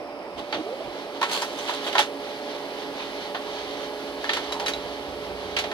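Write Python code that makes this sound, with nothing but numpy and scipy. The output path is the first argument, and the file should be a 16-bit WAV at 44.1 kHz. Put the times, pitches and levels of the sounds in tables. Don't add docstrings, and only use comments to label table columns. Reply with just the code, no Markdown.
import sys
import numpy as np
from scipy import signal
from scipy.fft import rfft, irfft
from scipy.io import wavfile

SR = 44100
rng = np.random.default_rng(int(sys.argv[2]) if len(sys.argv) > 2 else 0)


def output_pcm(signal):
    pcm = np.clip(np.atleast_2d(signal).T, -1, 1) * 32767
    wavfile.write(sys.argv[1], SR, np.round(pcm).astype(np.int16))


N = 252693
TIME = np.arange(N) / SR
FREQS = np.maximum(np.arange(N // 2 + 1) * SR / N, 1)

# (frequency [Hz], level per Hz [dB])
AIR_COLOUR = [(25, -21), (70, -33), (110, -20.5), (150, -16.5), (205, -13.5), (270, -3), (360, -4),
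              (500, -3), (720, -4), (950, -8), (1320, -15), (1620, -22), (2600, -22)]
WHIR_COLOUR = [(1000, 1.5), (1620, -1), (1780, -1.5), (2100, -1), (2650, -7), (3000, 3), (4400, 0.5),
               (5000, -7), (6000, -10), (7500, -22)]
HISS_COLOUR = [(6000, -5.5), (8000, 3), (11000, 3.5), (15500, -8)]
# (frequency [Hz], level per Hz [dB])
PAPER_COLOUR = [(600, 13), (1000, 12.5), (2300, 3), (3300, 11.5), (4400, 5), (5300, -8), (6500, -10.5),
                (8000, -30)]
PAPER_EDGE_COLOUR = [(4500, 8.5), (6500, 6.5), (9000, 3), (12000, -1), (15500, -11)]
# (frequency [Hz], level per Hz [dB])
KNOCK_COLOUR = [(150, -59), (340, 3), (600, 3.5), (900, 8), (1350, 4), (1850, -1), (2500, -26)]
CRACK_COLOUR = [(1300, 0), (2000, 4), (2600, 2.5), (3200, 7.5), (4200, 5.5), (5200, -10), (6400, -11.5),
                (8000, -36)]
SNAP_COLOUR = [(5000, 13.5), (7000, 7), (8500, 1.5), (10500, 1.5), (13000, -5), (15500, -16)]
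# (frequency [Hz], level per Hz [dB])
DEEP_COLOUR = [(22, -23), (45, 8), (90, -6), (160, 0)]
HOLLOW_COLOUR = [(140, -16), (300, 6.5), (500, -3), (800, 2)]

# (multiple of MESH_HZ [-], relative level [dB])
MESH_ORDERS = [(2, -52.5), (3, -47), (6, -53.5), (12, -65), (30, -66), (36, -71)]
# (frequency [Hz], level [dB])
FAN_TONES = [(360.3, -50.5), (585, -42.5)]
# (frequency [Hz], level before SCANNER_DB [dB])
SCANNER_TONES = [(4678, -67), (10928, -73), (12189, -73.5)]
# (frequency [Hz], crest level [dB], crest time [s], swell rate [dB/s])
DRONE_TONES = [(59.5, -55.5, 5.2, 5.5), (85.3, -51, 5.42, 37), (137.6, -63, 5, 6), (191.4, -56.5, 6.2, 1.5)]
# (time [s], level [dB])
GEAR_LOAD = [(0.62, -48.5), (1.25, -48), (1.4, -47), (1.89, -39.5), (2.06, -45), (4.63, -42), (5.05, -46),
             (5.49, -46), (5.73, -44)]

# (time [s], crack [dB], knock [dB], snap [dB], pitch of struck part [Hz],
# basic chatter t60 [s])
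CLACKS = [(0.5254, -18, -21.5, -48, 860, 0.027), (0.543, -26.5, -28, -54, 600, 0.06),
          (1.2135, -19, -17, -37, 930, 0.024), (1.2281, -13.5, -15, -34.5, 1084, 0.023),
          (1.294, -24, -27.5, -46, 960, 0.023), (1.3145, -30, -28, -32, 930, 0.011),
          (1.4195, -20, -20.5, -29, 950, 0.016), (1.426, -36, -25.5, -48, 970, 0.011),
          (1.6932, -29, -20.5, -44, 942, 0.041), (1.928, -25, -31, -42, 3480, 0.039),
          (1.9521, -18, -13, -41, 966, 0.039), (1.9805, -8.5, -16, -33, 856, 0.03),
          (1.9912, -10, -12, -23.5, 845, 0.019), (3.3458, -29, -25, -63, 687, 0.11),
          (4.241, -23, -22, -42, 1690, 0.016), (4.2925, -14.5, -17, -44, 1790, 0.028),
          (4.333, -16, -22, -34, 1900, 0.032), (4.3688, -17.5, -18, -36, 945, 0.014),
          (4.522, -24, -28, -37.5, 5030, 0.038), (4.598, -21, -24, -39, 4900, 0.024),
          (4.661, -21, -27, -38, 1300, 0.054), (4.681, -18, -24.5, -35, 1500, 0.029),
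          (4.735, -26, -48, -43, 1300, 0.027), (5.5655, -16, -26, -37.5, 2870, 0.053),
          (5.587, -19, -28, -35.5, 765, 0.056), (5.639, -22, -25, -49, 677, 0.031),
          (5.7141, -26.5, -26, -48, 1550, 0.03)]
# (frequency [Hz], relative level [dB], t60 [s])
CASE_MODES = [(376.5, -14, 0.23), (575, -22.5, 0.31), (664, -19, 0.22), (843, -13.5, 0.15),
              (947, -19.5, 0.17), (1082, -18.5, 0.087), (1335, -17, 0.19), (1510, -20.5, 0.13),
              (1820, -13.5, 0.11), (2175, -26, 0.25), (2680, -25, 0.12), (3580, -38, 0.18),
              (4590, -21.5, 0.14)]
# (time [s], strength [dB])
SPRING_PINGS = [(4.526, -26.5), (4.668, -24), (4.7365, -24)]
# (frequency [Hz], relative level [dB], t60 [s])
SPRING_MODES = [(3870, -7.5, 0.059), (3910, -12.5, 0.12), (3930, -14.5, 0.24), (4400, -17, 0.087)]
# (frequency [Hz], width [Hz], lift [dB])
PANELS = [(310, 6.8, 10), (410, 22, 9.5), (530, 88, 7)]
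# (firmest grip [s],
# rise [s], fade [s], rub [dB], edge hiss [dB], rasp [dB], rasp pitch [Hz])
RUBS = [(0.388, 0.015, 0.032, -37, -54.5, -54, 3680), (1.335, .004, .008, -44, -38, -36, 3500),
        (1.345, 0.051, 0.096, -28.5, -38.5, -35.5, 4310), (1.592, 0.005, 0.017, -39, -54, -42, 6100),
        (1.64, .1, 0.16, -40.5, -48, -52, 3770), (1.697, 0.017, 0.028, -33, -59, -46, 3710),
        (1.743, 0.007, 0.014, -40, -47, -36, 3830), (1.847, 0.0043, 0.012, -45, -47, -33, 3590),
        (1.869, 0.0067, 0.032, -31, -44, -35.5, 3480), (3.015, 0.036, 0.057, -35.5, -70, -54, 3860),
        (4.687, 0.021, 0.024, -47, -40.5, -43, 5980)]
# (time [s], deep level [dB], hollow level [dB], length [s])
BUMPS = [(0.394, -49, -35.5, 0.038), (0.574, -48.5, -33, 0.041), (0.875, -49, -41, 0.036),
         (4.855, -47, -54, 0.034)]

# (frequency [Hz], left minus right [dB])
STEADY_BALANCE = [(60, -6.5), (250, -4.5), (900, -4), (1900, -1.5), (3100, -9), (4200, -1.5), (5300, 9),
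                  (7000, 10), (12000, 23.5)]
CLACK_BALANCE = [(250, -1.5), (1000, -4), (1900, 0), (3000, -8), (4800, 0.5), (6800, -0.5), (9000, 5),
                 (13000, 14)]
# (frequency [Hz], likeness [0 to 1])
LIKENESS = [(30, .55), (100, .8), (300, .94), (850, .89), (1300, .65), (1800, .45), (2300, .68), (3300, .3),
            (4100, .45), (6000, .2), (12000, .05)]
# (frequency [Hz], lead [ms])
PORT_LEAD = [(300, 0.11), (1200, 0.095), (2200, 0.19), (4000, 0.244)]

ROOM_T60_S, ROOM_DB = 0.19, 3.5
CUTOFF_HZ, PANEL_CUT_HZ = 15800, 260
WORKING_DB, IDLE_DB, TAKE_UP_S = -42.5, -58, 0.29
AIR_DB, AIR_FOLLOWS = -37, 0.08
MESH_HZ, MESH_DB, MESH_FOLLOWS = 140.1, 6, 0.73
SCANNER_DB, SCANNER_SPIN_UP_S = 1, 1.6
DRONE_IDLE_DB = -22.5
FAN_HISS_HZ, FAN_HISS_WIDTH_HZ, FAN_HISS_DB = 5110, 900, -59.5
FAN_HISS_SAG_HZ_PER_S, FAN_HISS_SAG_S = 490, 0.56
MOTOR_ON_S, SPEED_UP_S, AT_SPEED_S, SETTLE_S = 0.575, 0.613, 0.86, 0.12
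START_HZ, RISE_HZ_PER_S, RUN_UP_DB = 312, 1700, -42
EDGE_SHARPNESS, RASP_WIDTH_HZ = 0.96, 520
KNOCK_NOISE_DB, STIFF_MODES_HZ = -6.5, 2500
PART_DB, PART_T60_CYCLES = 4, 42
SCRAPE_S, SCRAPE_LENGTH_S, SCRAPE_DB = 4.503, 0.162, -34.5
SCRAPE_HZ, SCRAPE_END_HZ, SCRAPE_SAG_S, SCRAPE_WIDTH_HZ = 1180, 830, 0.055, 190


def from_db(db):
    return 10 ** (np.asarray(db) / 20)


def rms_one(x):
    return x / np.sqrt(np.mean(x ** 2) + 1e-20)


def in_time(rows):
    s, *columns = np.transpose(rows)
    return [np.interp(TIME, s, column) for column in columns]


def over_hz(points):
    hz, value = np.transpose(points)
    return np.interp(np.log(FREQS), np.log(hz), value)


def drift(rate):
    knots = rng.standard_normal(2000)
    return rms_one(np.interp(TIME * rate, np.arange(len(knots)), knots))


def noise(spectrum, grain_db=0):
    grain = from_db(grain_db * np.minimum(rng.exponential(1, N), 6))
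    white = rng.standard_normal((2, N)) * grain
    low_edge = np.minimum(FREQS / spectrum[0][0], 1) ** 3
    high_edge = np.minimum(spectrum[-1][0] / FREQS, 1) ** 4
    return rms_one(irfft(rfft(white) * from_db(over_hz(spectrum)) * low_edge * high_edge, N))


def resonant_noise(hz, width_hz, order=2):
    low = signal.butter(order, width_hz / 2, fs=SR, output="sos")
    a, b = signal.sosfilt(low, rng.standard_normal((2, N)))
    turn = 2 * np.pi * np.cumsum(hz * np.ones(N)) / SR
    return rms_one(a * np.cos(turn) + b * np.sin(turn))


def sine(hz):
    return np.sqrt(2) * np.sin(2 * np.pi * (np.cumsum(hz) / SR + rng.random()))


def tones(lines, wobble, flutter_db):
    speed = 1 + wobble * drift(12)
    return sum(from_db(db + flutter_db * drift(9)) * sine(hz * speed) for hz, db in lines)


def ring(clicks, hz, t60):
    r = from_db(-60 / (t60 * SR))
    w = 2 * np.pi * hz / SR
    return signal.lfilter([0, np.sin(w)], [1, -2 * r * np.cos(w), r * r], clicks + 1e-18)


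def gate(start, end, attack_s, release_s):
    return np.clip(np.minimum((TIME - start) / attack_s, (end - TIME) / release_s), 0, 1)


def walls(x, echo_db=-18, count=6):
    lags = (rng.uniform(0.009, 0.03, count) * SR).astype(int)
    echoes = sum(np.roll(x, lag, axis=-1) for lag in lags)
    return rms_one(x + from_db(echo_db) * echoes)


def radiated(x):
    return signal.sosfilt(signal.butter(3, PANEL_CUT_HZ, "high", fs=SR, output="sos"), x)


def ports(diffuse, direct, balance):
    alike = np.clip(over_hz(LIKENESS), 0, 0.99)
    tilt = from_db(over_hz(balance) / 2)
    turn = 2 * np.pi * FREQS * over_hz(PORT_LEAD) / 1000
    shared, own = rfft(diffuse)
    point = rfft(direct)
    left_mix = point + alike * shared + np.sqrt(1 - alike ** 2) * own
    left = left_mix * np.exp(1j * turn) * tilt
    right = (point + shared) / tilt
    centre = np.sqrt(tilt ** 2 + tilt ** -2 + 2 * alike * np.cos(turn)) / 2
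    return irfft(np.array([left, right]) / centre, N)


def load_db():
    engaged = np.clip((TIME - MOTOR_ON_S) / TAKE_UP_S + 1, 0, 1)
    return IDLE_DB + engaged * (in_time(GEAR_LOAD)[0] - IDLE_DB) - WORKING_DB


def running_noise(whir_db=-42.0, hiss_db=-59, hiss_full_db=2.5, hiss_follows=0.55, flutter_db=1.83):
    load = load_db()
    air_level_db = AIR_DB + AIR_FOLLOWS * load + 0.5 * drift(25)
    air = from_db(air_level_db) * walls(noise(AIR_COLOUR))
    whir_level_db = whir_db + load + 0.5 * drift(66) + flutter_db * drift(12)
    whir = from_db(whir_level_db) * walls(noise(WHIR_COLOUR, grain_db=1.5))
    hiss_level_db = hiss_db + hiss_follows * np.minimum(load - hiss_full_db, 0)
    hiss = from_db(hiss_level_db) * walls(noise(HISS_COLOUR))
    return air + whir + hiss + fan_hiss()


def fan_hiss():
    hz = FAN_HISS_HZ - FAN_HISS_SAG_HZ_PER_S * np.minimum(TIME, FAN_HISS_SAG_S)
    pair = np.array([resonant_noise(hz, FAN_HISS_WIDTH_HZ, order=3) for _ in range(2)])
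    return from_db(FAN_HISS_DB) * pair


def motors():
    mesh_lines = [(k * MESH_HZ, db) for k, db in MESH_ORDERS]
    mesh = tones(mesh_lines, wobble=0.0005, flutter_db=1.3)
    fan = tones(FAN_TONES, wobble=0.0006, flutter_db=0.6)
    scanner = tones(SCANNER_TONES, wobble=0.0003, flutter_db=1.2)
    settled = np.clip((TIME - AT_SPEED_S) / SETTLE_S, 0, 1)
    meshing = settled * from_db(MESH_DB + MESH_FOLLOWS * load_db())
    spinning = np.minimum(TIME / SCANNER_SPIN_UP_S, 1) ** 2 * from_db(SCANNER_DB)
    return fan + meshing * mesh + spinning * scanner + drone()


def drone(rumble_db=-3, width_hz=24):
    out = 0
    for hz, db, crest_s, db_per_s in DRONE_TONES:
        swell = from_db(np.maximum(-db_per_s * np.abs(TIME - crest_s), DRONE_IDLE_DB))
        tone = tones([(hz, db)], wobble=0.0182, flutter_db=3)
        rumble = from_db(db + rumble_db) * resonant_noise(hz, width_hz)
        out = out + swell * (tone + rumble)
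    return out


def paper(slip_db=1.1, slide_db=-2.8, catches_per_s=110, catch_db=-2, catch_s=0.0019):
    rub = noise(PAPER_COLOUR, grain_db=3)
    edge = noise(PAPER_EDGE_COLOUR, grain_db=2.8)
    catches = (rng.random(N) < catches_per_s / SR) * rng.uniform(0.28, 0.74, N)
    ticks = signal.lfilter([1], [1, -np.exp(-1 / (catch_s * SR))], catches + 1e-18)
    slips = from_db(slide_db + slip_db * drift(260)) + from_db(catch_db) * ticks
    out = 0
    for s, rise_s, fade_s, rub_db, edge_db, rasp_db, rasp_hz in RUBS:
        rising = ((TIME - s) / rise_s) ** 2
        fading = np.abs((TIME - s) / fade_s) ** 1.7
        grip = np.exp(-np.minimum(np.where(TIME < s, rising, fading), 20))
        rasp = np.array([resonant_noise(rasp_hz, RASP_WIDTH_HZ) for _ in range(2)])
        out = out + grip * (from_db(rub_db) * rub + from_db(rasp_db) * rasp)
        out = out + from_db(edge_db) * grip ** EDGE_SHARPNESS * edge
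    return slips * out


def bumps():
    deep, hollow = noise(DEEP_COLOUR), noise(HOLLOW_COLOUR)
    out = 0
    for s, deep_db, hollow_db, length_s in BUMPS:
        swell = np.exp(-((TIME - s) / length_s) ** 2)
        out = out + (from_db(deep_db) * deep + from_db(hollow_db) * hollow) * swell
    return out


def clack_envelope(levels_db, rise_s, stretch):
    energy = np.zeros(N)
    for (s, *_, t60), db in zip(CLACKS, levels_db):
        start, chatter_s = int(s * SR), stretch * t60
        t = TIME[:min(SR // 2, N - start)]
        contact = from_db(-60 * t / chatter_s)
        room = from_db(ROOM_DB - 60 * t / ROOM_T60_S)
        attack = from_db(db) * (1 - np.exp(-t / rise_s))
        decay = contact ** 2 + room ** 2 * chatter_s / ROOM_T60_S
        energy[start:start + len(t)] += attack ** 2 * decay
    return np.sqrt(energy)


def clacks():
    _, crack_db, knock_db, snap_db, _, _ = np.transpose(CLACKS)
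    knock_level = clack_envelope(knock_db + KNOCK_NOISE_DB, rise_s=0.0022, stretch=1.0)
    crack_level = clack_envelope(crack_db - 8.5, rise_s=0.00093, stretch=1.25)
    snap_level = clack_envelope(snap_db + 1.0, rise_s=0.00035, stretch=1.0)
    knock = knock_level * noise(KNOCK_COLOUR)
    crack = crack_level * noise(CRACK_COLOUR, grain_db=1.5)
    snap = snap_level * noise(SNAP_COLOUR, grain_db=2.5)
    return knock + crack + snap


def struck_parts(rise_s=0.0034):
    out, t = np.zeros(N + SR), TIME[:SR // 2]
    for s, _, knock_db, _, hz, _ in CLACKS:
        decay = from_db(-60 * t * hz / PART_T60_CYCLES)
        level = from_db(knock_db + PART_DB) * decay * (1 - np.exp(-t / rise_s))
        out[int(s * SR):][:len(t)] += level * np.sin(2 * np.pi * hz * t)
    return out[:N]


def case_ring(ring_db=2.0, loss_db_per_octave=5, reference_chatter_s=0.069):
    s, crack_db, knock_db, _, part_hz, chatter_s = np.transpose(CLACKS)
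    crack_energy_db = crack_db + 10 * np.log10(chatter_s / reference_chatter_s)
    luck = rng.standard_normal((len(s), len(CASE_MODES), 2))
    out = np.zeros(N)
    for k, (hz, db, t60) in enumerate(CASE_MODES):
        if hz > STIFF_MODES_HZ:
            blow_db = crack_energy_db
        else:
            blow_db = knock_db - loss_db_per_octave * np.abs(np.log2(hz / part_hz))
        clicks = np.zeros(N)
        at = ((s + 0.001 * np.abs(luck[:, k, 1])) * SR).astype(int)
        clicks[at] = from_db(blow_db + db + ring_db + luck[:, k, 0])
        out += ring(clicks, hz, t60)
    return out


def run_up(upper_ratio=1.6, upper_db=0, panel_hz=680, width_hz=42, fade_s=0.017):
    hz = START_HZ + RISE_HZ_PER_S * np.clip(TIME - SPEED_UP_S, 0, AT_SPEED_S - SPEED_UP_S)
    lifts_db = sum(lift_db * np.exp(-((hz - centre) / width) ** 2) for centre, width, lift_db in PANELS)
    singing = from_db(upper_db) / (1 + ((hz * upper_ratio - panel_hz) / width_hz) ** 2)
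    shaky_hz = hz * (1 + 0.028 * drift(350))
    level = from_db(RUN_UP_DB + lifts_db + 2.2 * drift(140))
    running = gate(MOTOR_ON_S, AT_SPEED_S, fade_s, fade_s)
    return running * level * (sine(shaky_hz) + singing * sine(shaky_hz * upper_ratio))


def scrape(attack_s=0.025, release_s=0.013, rough_db=2):
    sag = np.exp(-np.maximum(TIME - SCRAPE_S, 0) / SCRAPE_SAG_S)
    hz = SCRAPE_END_HZ + (SCRAPE_HZ - SCRAPE_END_HZ) * sag
    friction = rms_one(resonant_noise(hz, SCRAPE_WIDTH_HZ) * from_db(rough_db * drift(160)))
    rubbing = gate(SCRAPE_S, SCRAPE_S + SCRAPE_LENGTH_S, attack_s, release_s)
    return from_db(SCRAPE_DB) * rubbing * friction


def spring(spread_db=5.0):
    clicks = np.zeros(N)
    for s, db in SPRING_PINGS:
        clicks[int(s * SR)] = from_db(db)
    out = 0
    for hz, db, t60 in SPRING_MODES:
        out = out + from_db(db + spread_db * drift(500)) * ring(clicks, hz, t60)
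    return out


def scene():
    machine = ports(running_noise() + bumps(), motors() + run_up(), STEADY_BALANCE)
    ringing = case_ring() + struck_parts() + spring() + scrape()
    paper_path = ports(clacks() + paper(), ringing, CLACK_BALANCE)
    return machine + radiated(paper_path)


def record(dry):
    return signal.sosfilt(signal.ellip(10, 0.2, 80, CUTOFF_HZ, fs=SR, output="sos"), dry)


dry = scene()
out = record(dry)
output_pcm(out)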